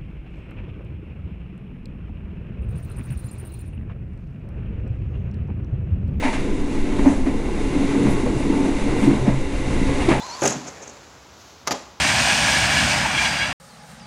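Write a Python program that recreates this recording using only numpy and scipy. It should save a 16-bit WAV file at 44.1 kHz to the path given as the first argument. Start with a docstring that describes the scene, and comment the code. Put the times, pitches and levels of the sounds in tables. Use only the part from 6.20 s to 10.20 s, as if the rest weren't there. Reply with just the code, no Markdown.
"""Gangway of a moving train.

Between two carriages, wheel vibration drives the floor and the small vestibule into booming resonance.
Now and then the coupling thumps, the metal floor plates clatter, and bellows and plates rub.
Rail roar, rushing air and hiss leak in past the bellows; beneath it all the carriage rumbles."""
import sys
import numpy as np
from scipy import signal
from scipy.fft import rfft, irfft
from scipy.io import wavfile
from scipy.ndimage import uniform_filter1d

SR = 44100
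rng = np.random.default_rng(int(sys.argv[2]) if len(sys.argv) > 2 else 0)


def master(y):
    """Save y as 16-bit WAV."""
    cut = np.clip(np.atleast_2d(y).T, -1, 1)
    pcm = np.round(cut * 32767)  # scale
    wavfile.write(sys.argv[1], SR, pcm.astype(np.int16))


N = 176400


# Modes of the vestibule, the first being that of the floor: f/Hz, level/dB, half-width/Hz
VESTIBULE_MODES = [(132.3, -4, 6.8), (183.5, -7, 10), (207.8, -3, 3.8), (215.5, -5.5, 6.9),
                   (258.2, -2, 11.9), (282.8, 0, 13.7), (335.3, -7, 28.5), (378.6, -9, 11),
                   (416, -11.5, 11.7), (460.2, -13, 15), (493.3, -11.5, 3.7)]
# Envelope of the air modes as the track roughens and smooths: t/s, level/dB
BOOM_ENVELOPE = [(0, -30.5), (.25, -25), (.55, -26), (.8, -23), (1.0, -26), (1.25, -27.5), (1.52, -25),
                 (1.6, -20), (1.71, -27.5), (1.78, -16.5), (1.89, -17.5), (1.98, -26), (2.1, -21.5),
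                 (2.18, -24.5), (2.33, -20), (2.47, -21), (2.6, -26.5), (2.83, -21), (3.0, -30.5),
                 (3.45, -29), (3.63, -22), (4, -30.5)]
# Envelope of the floor mode: t/s, level/dB
DRONE_ENVELOPE = [(0, -38.5), (1.4, -41), (1.85, -26.5), (2.5, -42.5), (2.75, -33.5), (2.9, -20),
                  (3.15, -27.5), (3.3, -34), (3.7, -29), (4, -29.5)]

def boom():
    """Forced vibration: the wheels drive the modes of the floor and of the enclosed air at random."""
    floor = steadied(ring(noise(), VESTIBULE_MODES[:1]), window_s=0.47)
    air = steadied(ring(noise(), VESTIBULE_MODES[1:]), window_s=0.095)
    return floor * level(DRONE_ENVELOPE) + air * level(BOOM_ENVELOPE)


# Shoves of the coupling: t/s, level/dB, centre f/Hz, spread/octaves, rise/s, T60/s
COUPLING_THUMPS = [(0.042, -16, 264, 0.11, 0.012, 0.14), (.785, -20, 240, 0.73, .012, 0.28),
                   (0.86, -7, 274, 0.19, .011, .24), (1.06, -17, 284, 0.24, .014, .25),
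                   (1.548, -16, 290, .06, .012, .7), (2.059, -23, 515, 0.1, 0.013, 0.17),
                   (2.155, -21, 130, 0.32, 0.0091, 0.14), (2.292, -13.5, 285, 0.28, .01, 0.23),
                   (2.403, -19.5, 275, 0.19, 0.0083, 0.27), (2.655, -19.5, 285, 0.23, 0.0122, 0.13),
                   (2.819, -17.5, 207, 0.15, 0.038, 0.45), (2.864, -9.5, 302, 0.24, .017, 0.27),
                   (3.07, -13, 198, 0.88, 0.01, .18), (3.881, -12, 328, 0.19, 0.00737, 0.19),
                   (3.908, -13, 297, 0.54, 0.0083, .16)]

def coupling_thump(db, centre_hz, spread, rise, t60):
    """Damped free vibration: a soft shove builds up the modes near its centre, which then die away."""
    t = np.arange(SR // 2) / SR
    phases = 0.66 * rng.standard_normal(len(VESTIBULE_MODES))  # scatter in radians
    tone = np.zeros(len(t))
    for (hz, _, _), phase in zip(VESTIBULE_MODES, phases):
        weight = np.exp(-(np.log2(hz / centre_hz) / spread) ** 2)
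        tone += weight * np.sin(2 * np.pi * hz * (t - rise) + phase)
    envelope = np.minimum(t / rise, 1) ** 0.5 * decay(t - rise, t60)
    sound = tone * envelope
    return amp(db) * sound * np.linalg.norm(envelope) / np.linalg.norm(sound)


# Spectrum of the metal floor plates: f/Hz, level/dB
PLATE_SPECTRUM = [(120, -11), (280, -3.5), (480, -12.5), (590, 3.5), (690, 2.5), (770, -2), (900, 3.5),
                  (1150, -7), (1400, -11), (1900, -4), (2350, -5.5), (3100, -15), (3800, -18),
                  (5500, -25.5), (10000, -30), (11000, -50)]
# Bursts of clatter: t/s, level/dB, rise/s, T60/s, tilt/(dB per octave)
PLATE_CLATTERS = [(.022, -22, 0.0064, 0.35, -0.5), (.036, -22.5, 0.0023, 0.34, 0.5),
                  (.12, -26, .015, 0.34, 2), (.78, -29.5, 0.011, 0.38, -3), (.848, -21, 0.013, 0.4, -4.5),
                  (1.06, -27.5, 0.0064, 0.21, -2.5), (1.85, -26.5, 0.018, 0.32, -4),
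                  (2.058, -18.5, 0.0065, 0.14, -11), (2.81, -32, 0.033, 0.31, 2),
                  (3.06, -19.5, 0.014, 0.26, -6.5), (3.79, -31, 0.036, 0.47, 4),
                  (3.886, -19.5, 0.0033, 0.3, 1.5), (3.91, -13.5, 0.0082, 0.16, -3.5)]

def plate_clatter(db, rise, t60, tilt_db):
    """Impact noise: dense collisions between the plates merge into a quickly fading burst."""
    t, hz = np.arange(SR // 2) / SR, np.fft.rfftfreq(SR // 2, 1 / SR)
    chatter = grainy(depth_db=2.5, rate_hz=540)[:len(t)]
    octaves = np.log2(np.maximum(hz, 200) / 1000)
    spectrum = amp(read(PLATE_SPECTRUM, hz) + tilt_db * octaves)
    sound = unit(irfft(rfft(chatter) * spectrum, len(t)))
    return amp(db) * sound * np.minimum(t / rise, 1) * decay(t - rise, t60)


# Spectrum of the rolling noise: f/Hz, level/dB
ROAR_SPECTRUM = [(100, -11), (180, 1), (300, 1.5), (430, 2), (550, -7), (660, -8.5), (780, -9.5),
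                 (880, -11), (1030, -9.5), (1250, -16), (1700, -19), (3000, -52)]
# Modes of the wall panels: f/Hz, level/dB, half-width/Hz
PANEL_MODES = [(523, 6, 8.1), (589, 0, 19.4), (659.5, -3.5, 5.8), (728.4, -3.5, 40), (853, -4, 33),
               (885, -3, 24), (1016, -4, 28), (1103, -3.5, 6.5)]
# Envelope of the roar: t/s, level/dB
ROAR_ENVELOPE = [(0, -34.5), (.35, -34.5), (.8, -30), (1.0, -31), (1.35, -32), (1.6, -28.5), (1.87, -28),
                 (1.98, -29), (2.2, -28.5), (2.35, -27.5), (2.6, -29), (2.88, -25.5), (3.3, -33),
                 (3.6, -28), (3.85, -25.5), (4, -24)]

def rail_roar():
    """Sound transmission: rolling noise leaks through the bellows, and the wall panels resonate."""
    rolling = coloured(grainy(depth_db=1.9, rate_hz=55), ROAR_SPECTRUM)
    panels = amp(-7) * ring(noise(), PANEL_MODES)
    return unit(rolling + panels) * level(ROAR_ENVELOPE)


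# Spectrum of the rushing air: f/Hz, level/dB
RUSH_SPECTRUM = [(600, -20), (1200, -8), (1500, -3.5), (1800, -6), (2050, 3), (2550, -4.5), (2800, -3),
                 (3000, -9.5), (3450, -9.5), (3700, -8), (4100, -10.5), (4500, -15.5), (5200, -18),
                 (9000, -38)]
# Modes of the door frame: f/Hz, level/dB, half-width/Hz
DOOR_FRAME_MODES = [(1972, -0.5, 60), (2153, -6, 61), (2300, -9, 18), (2760, -0.5, 25), (3666, -8, 76),
                    (3930, -17, 23), (4680, -17, 27)]
# Envelope of the rush: t/s, level/dB
RUSH_ENVELOPE = [(0, -36.5), (.35, -43), (.6, -39.5), (.8, -39), (1, -42.5), (1.25, -41.5), (1.6, -36.5),
                 (1.87, -36), (2, -38.5), (2.5, -37.5), (2.83, -34.5), (3.0, -38), (3.25, -39), (3.65, -35),
                 (3.83, -33), (4, -35)]

def air_rush():
    """Broadband excitation: air rushes past the bellows, and the door frame rings at its modes."""
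    draught = coloured(grainy(depth_db=-0.2, rate_hz=104), RUSH_SPECTRUM)
    frame = amp(-9) * ring(noise(), DOOR_FRAME_MODES)
    return unit(draught + frame) * level(RUSH_ENVELOPE)


# Spectrum of the hiss: f/Hz, level/dB
HISS_SPECTRUM = [(2500, -3), (4500, -0.5), (5400, -2.5), (6000, 2.5), (7500, 1), (8500, -2), (10000, -1.5),
                 (10500, -3), (11000, -26), (11600, -34), (12200, -34)]
# Envelope of the hiss: t/s, level/dB
HISS_ENVELOPE = [(0, -46.5), (.15, -44.5), (.3, -50), (.55, -46), (.75, -47), (.9, -41.5), (1.02, -48),
                 (1.28, -48), (1.4, -45), (1.9, -42), (2.02, -43.5), (2.15, -43.5), (2.55, -43),
                 (2.86, -43), (2.97, -43.5), (3.25, -46.5), (3.6, -42), (3.88, -40.5), (4, -43)]

def air_hiss():
    """Flow noise: the leaking air radiates a broad band of treble."""
    return coloured(grainy(depth_db=0.43, rate_hz=170), HISS_SPECTRUM) * level(HISS_ENVELOPE)


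# Rubs of the bellows and plates: t/s, duration/s, f/Hz, half-width/Hz, level/dB
FRICTION_SCUFFS = [(.005, .15, 905, 18, -28.5), (0.858, 0.053, 6300, 370, -43.5),
                   (1.857, 0.12, 10100, 960, -47), (2.16, .08, 9200, 600, -48), (2.15, 0.6, 890, 8.7, -38),
                   (2.721, 0.23, 7960, 2100, -45)]

def scuff(duration, hz, width, db):
    """Frictional excitation: rubbing feeds one narrow resonance, which swells and fades."""
    band = ring(noise(SR), [(hz, 0, width)])[:int(duration * SR)]
    return amp(db) * np.hanning(len(band)) * unit(band)


# Spectrum of the shuddering carriage body: f/Hz, level/dB
SHUDDER_SPECTRUM = [(3, -11), (10, 6.5), (22, -1.5), (38, -6), (60, -14.5), (90, -13), (107, -26),
                    (170, -21.5), (400, -66)]
# Modes of the running gear: f/Hz, level/dB, half-width/Hz
GEAR_MODES = [(46.6, -1, 8), (71, -1, 6), (100, -8, 8.2)]
# Envelope of the gear's growl: t/s, level/dB
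GEAR_ENVELOPE = [(0, -42), (1, -32), (1.7, -33.5), (2.15, -29), (2.6, -38), (3.3, -30.5), (4, -27.5)]

def carriage_rumble():
    """Structure-borne sound: the body shudders at the lower limit of hearing; the running gear growls."""
    shudder = amp(-22.5) * coloured(noise(), SHUDDER_SPECTRUM)
    growl = level(GEAR_ENVELOPE) * ring(noise(), GEAR_MODES)
    return shudder + growl


def amp(db):
    """Amplitude ratio of a level in decibels."""
    return 10 ** (np.asarray(db) / 20)


def unit(x):
    """Normalisation to rms 1."""
    return x / np.sqrt(np.mean(x ** 2) + 1e-20)


def decay(t, t60):
    """Exponential decay from t = 0, by 60 dB in t60 seconds."""
    return amp(-60 * np.maximum(t, 0) / t60)


def read(spectrum, hz):
    """Interpolation of a spectrum on a log-frequency axis."""
    f, db = np.transpose(spectrum)
    return np.interp(np.log(hz + 1), np.log(f + 1), db)


def level(envelope):
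    """Gain over time, interpolated in decibels."""
    t, db = np.transpose(envelope)
    return amp(np.interp(np.arange(N) / SR, t, db))


def noise(samples=N):
    """White Gaussian noise."""
    return rng.standard_normal(samples)


def wander(rate_hz):
    """Low-pass random fluctuation of rms 1."""
    hz = np.fft.rfftfreq(N, 1 / SR)
    return unit(irfft(rfft(noise()) / (1 + (hz / rate_hz) ** 4), N))


def grainy(depth_db, rate_hz):
    """Random amplitude modulation: noise whose strength flickers."""
    return noise() * amp(depth_db * wander(rate_hz))


def coloured(x, spectrum):
    """Spectral shaping, at rms 1."""
    hz = np.fft.rfftfreq(len(x), 1 / SR)
    return unit(irfft(rfft(x) * amp(read(spectrum, hz)), len(x)))


def ring(x, modes):
    """Resonant filtering, at rms 1: each mode is 6 dB down one half-width from its peak."""
    hz = np.fft.rfftfreq(len(x), 1 / SR)
    power = sum(amp(db) ** 2 / (1 + ((hz - f) / width) ** 2) ** 2 for f, db, width in modes)
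    return unit(irfft(rfft(x) * np.sqrt(power), len(x)))


def steadied(x, window_s):
    """Compression: division by the running rms evens out the slow swings of narrow-band noise."""
    return x / np.sqrt(uniform_filter1d(x ** 2, int(window_s * SR)) + 0.055)


def add(mix, start_s, sound):
    """Superposition of a sound from a given time."""
    part = mix[round(start_s * SR):][:len(sound)]
    part += sound[:len(part)]


def scene():
    """Superposition of the ride and its knocks; roar, rush and hiss share one random flutter."""
    mix = carriage_rumble() + boom()
    flutter = wander(rate_hz=10.4)
    for source, depth_db in (rail_roar, 0.8), (air_rush, 0.5), (air_hiss, 0.63):
        mix += source() * amp(depth_db * flutter)
    events = (coupling_thump, COUPLING_THUMPS), (plate_clatter, PLATE_CLATTERS), (scuff, FRICTION_SCUFFS)
    for source, table in events:
        for start_s, *settings in table:
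            add(mix, start_s, source(*settings))
    return mix[None]


def record(dry):
    """Soft saturation rounds the loudest peaks; a low-pass filter then limits the band."""
    ceiling, cutoff_hz = 0.7, 12100
    rounded = dry / (1 + (dry / ceiling) ** 8) ** (1 / 8)
    low_pass = signal.firwin(511, cutoff_hz, window=("kaiser", 9), fs=SR)
    return signal.oaconvolve(rounded, low_pass[None], "same")


dry = scene()
out = record(dry)
master(out)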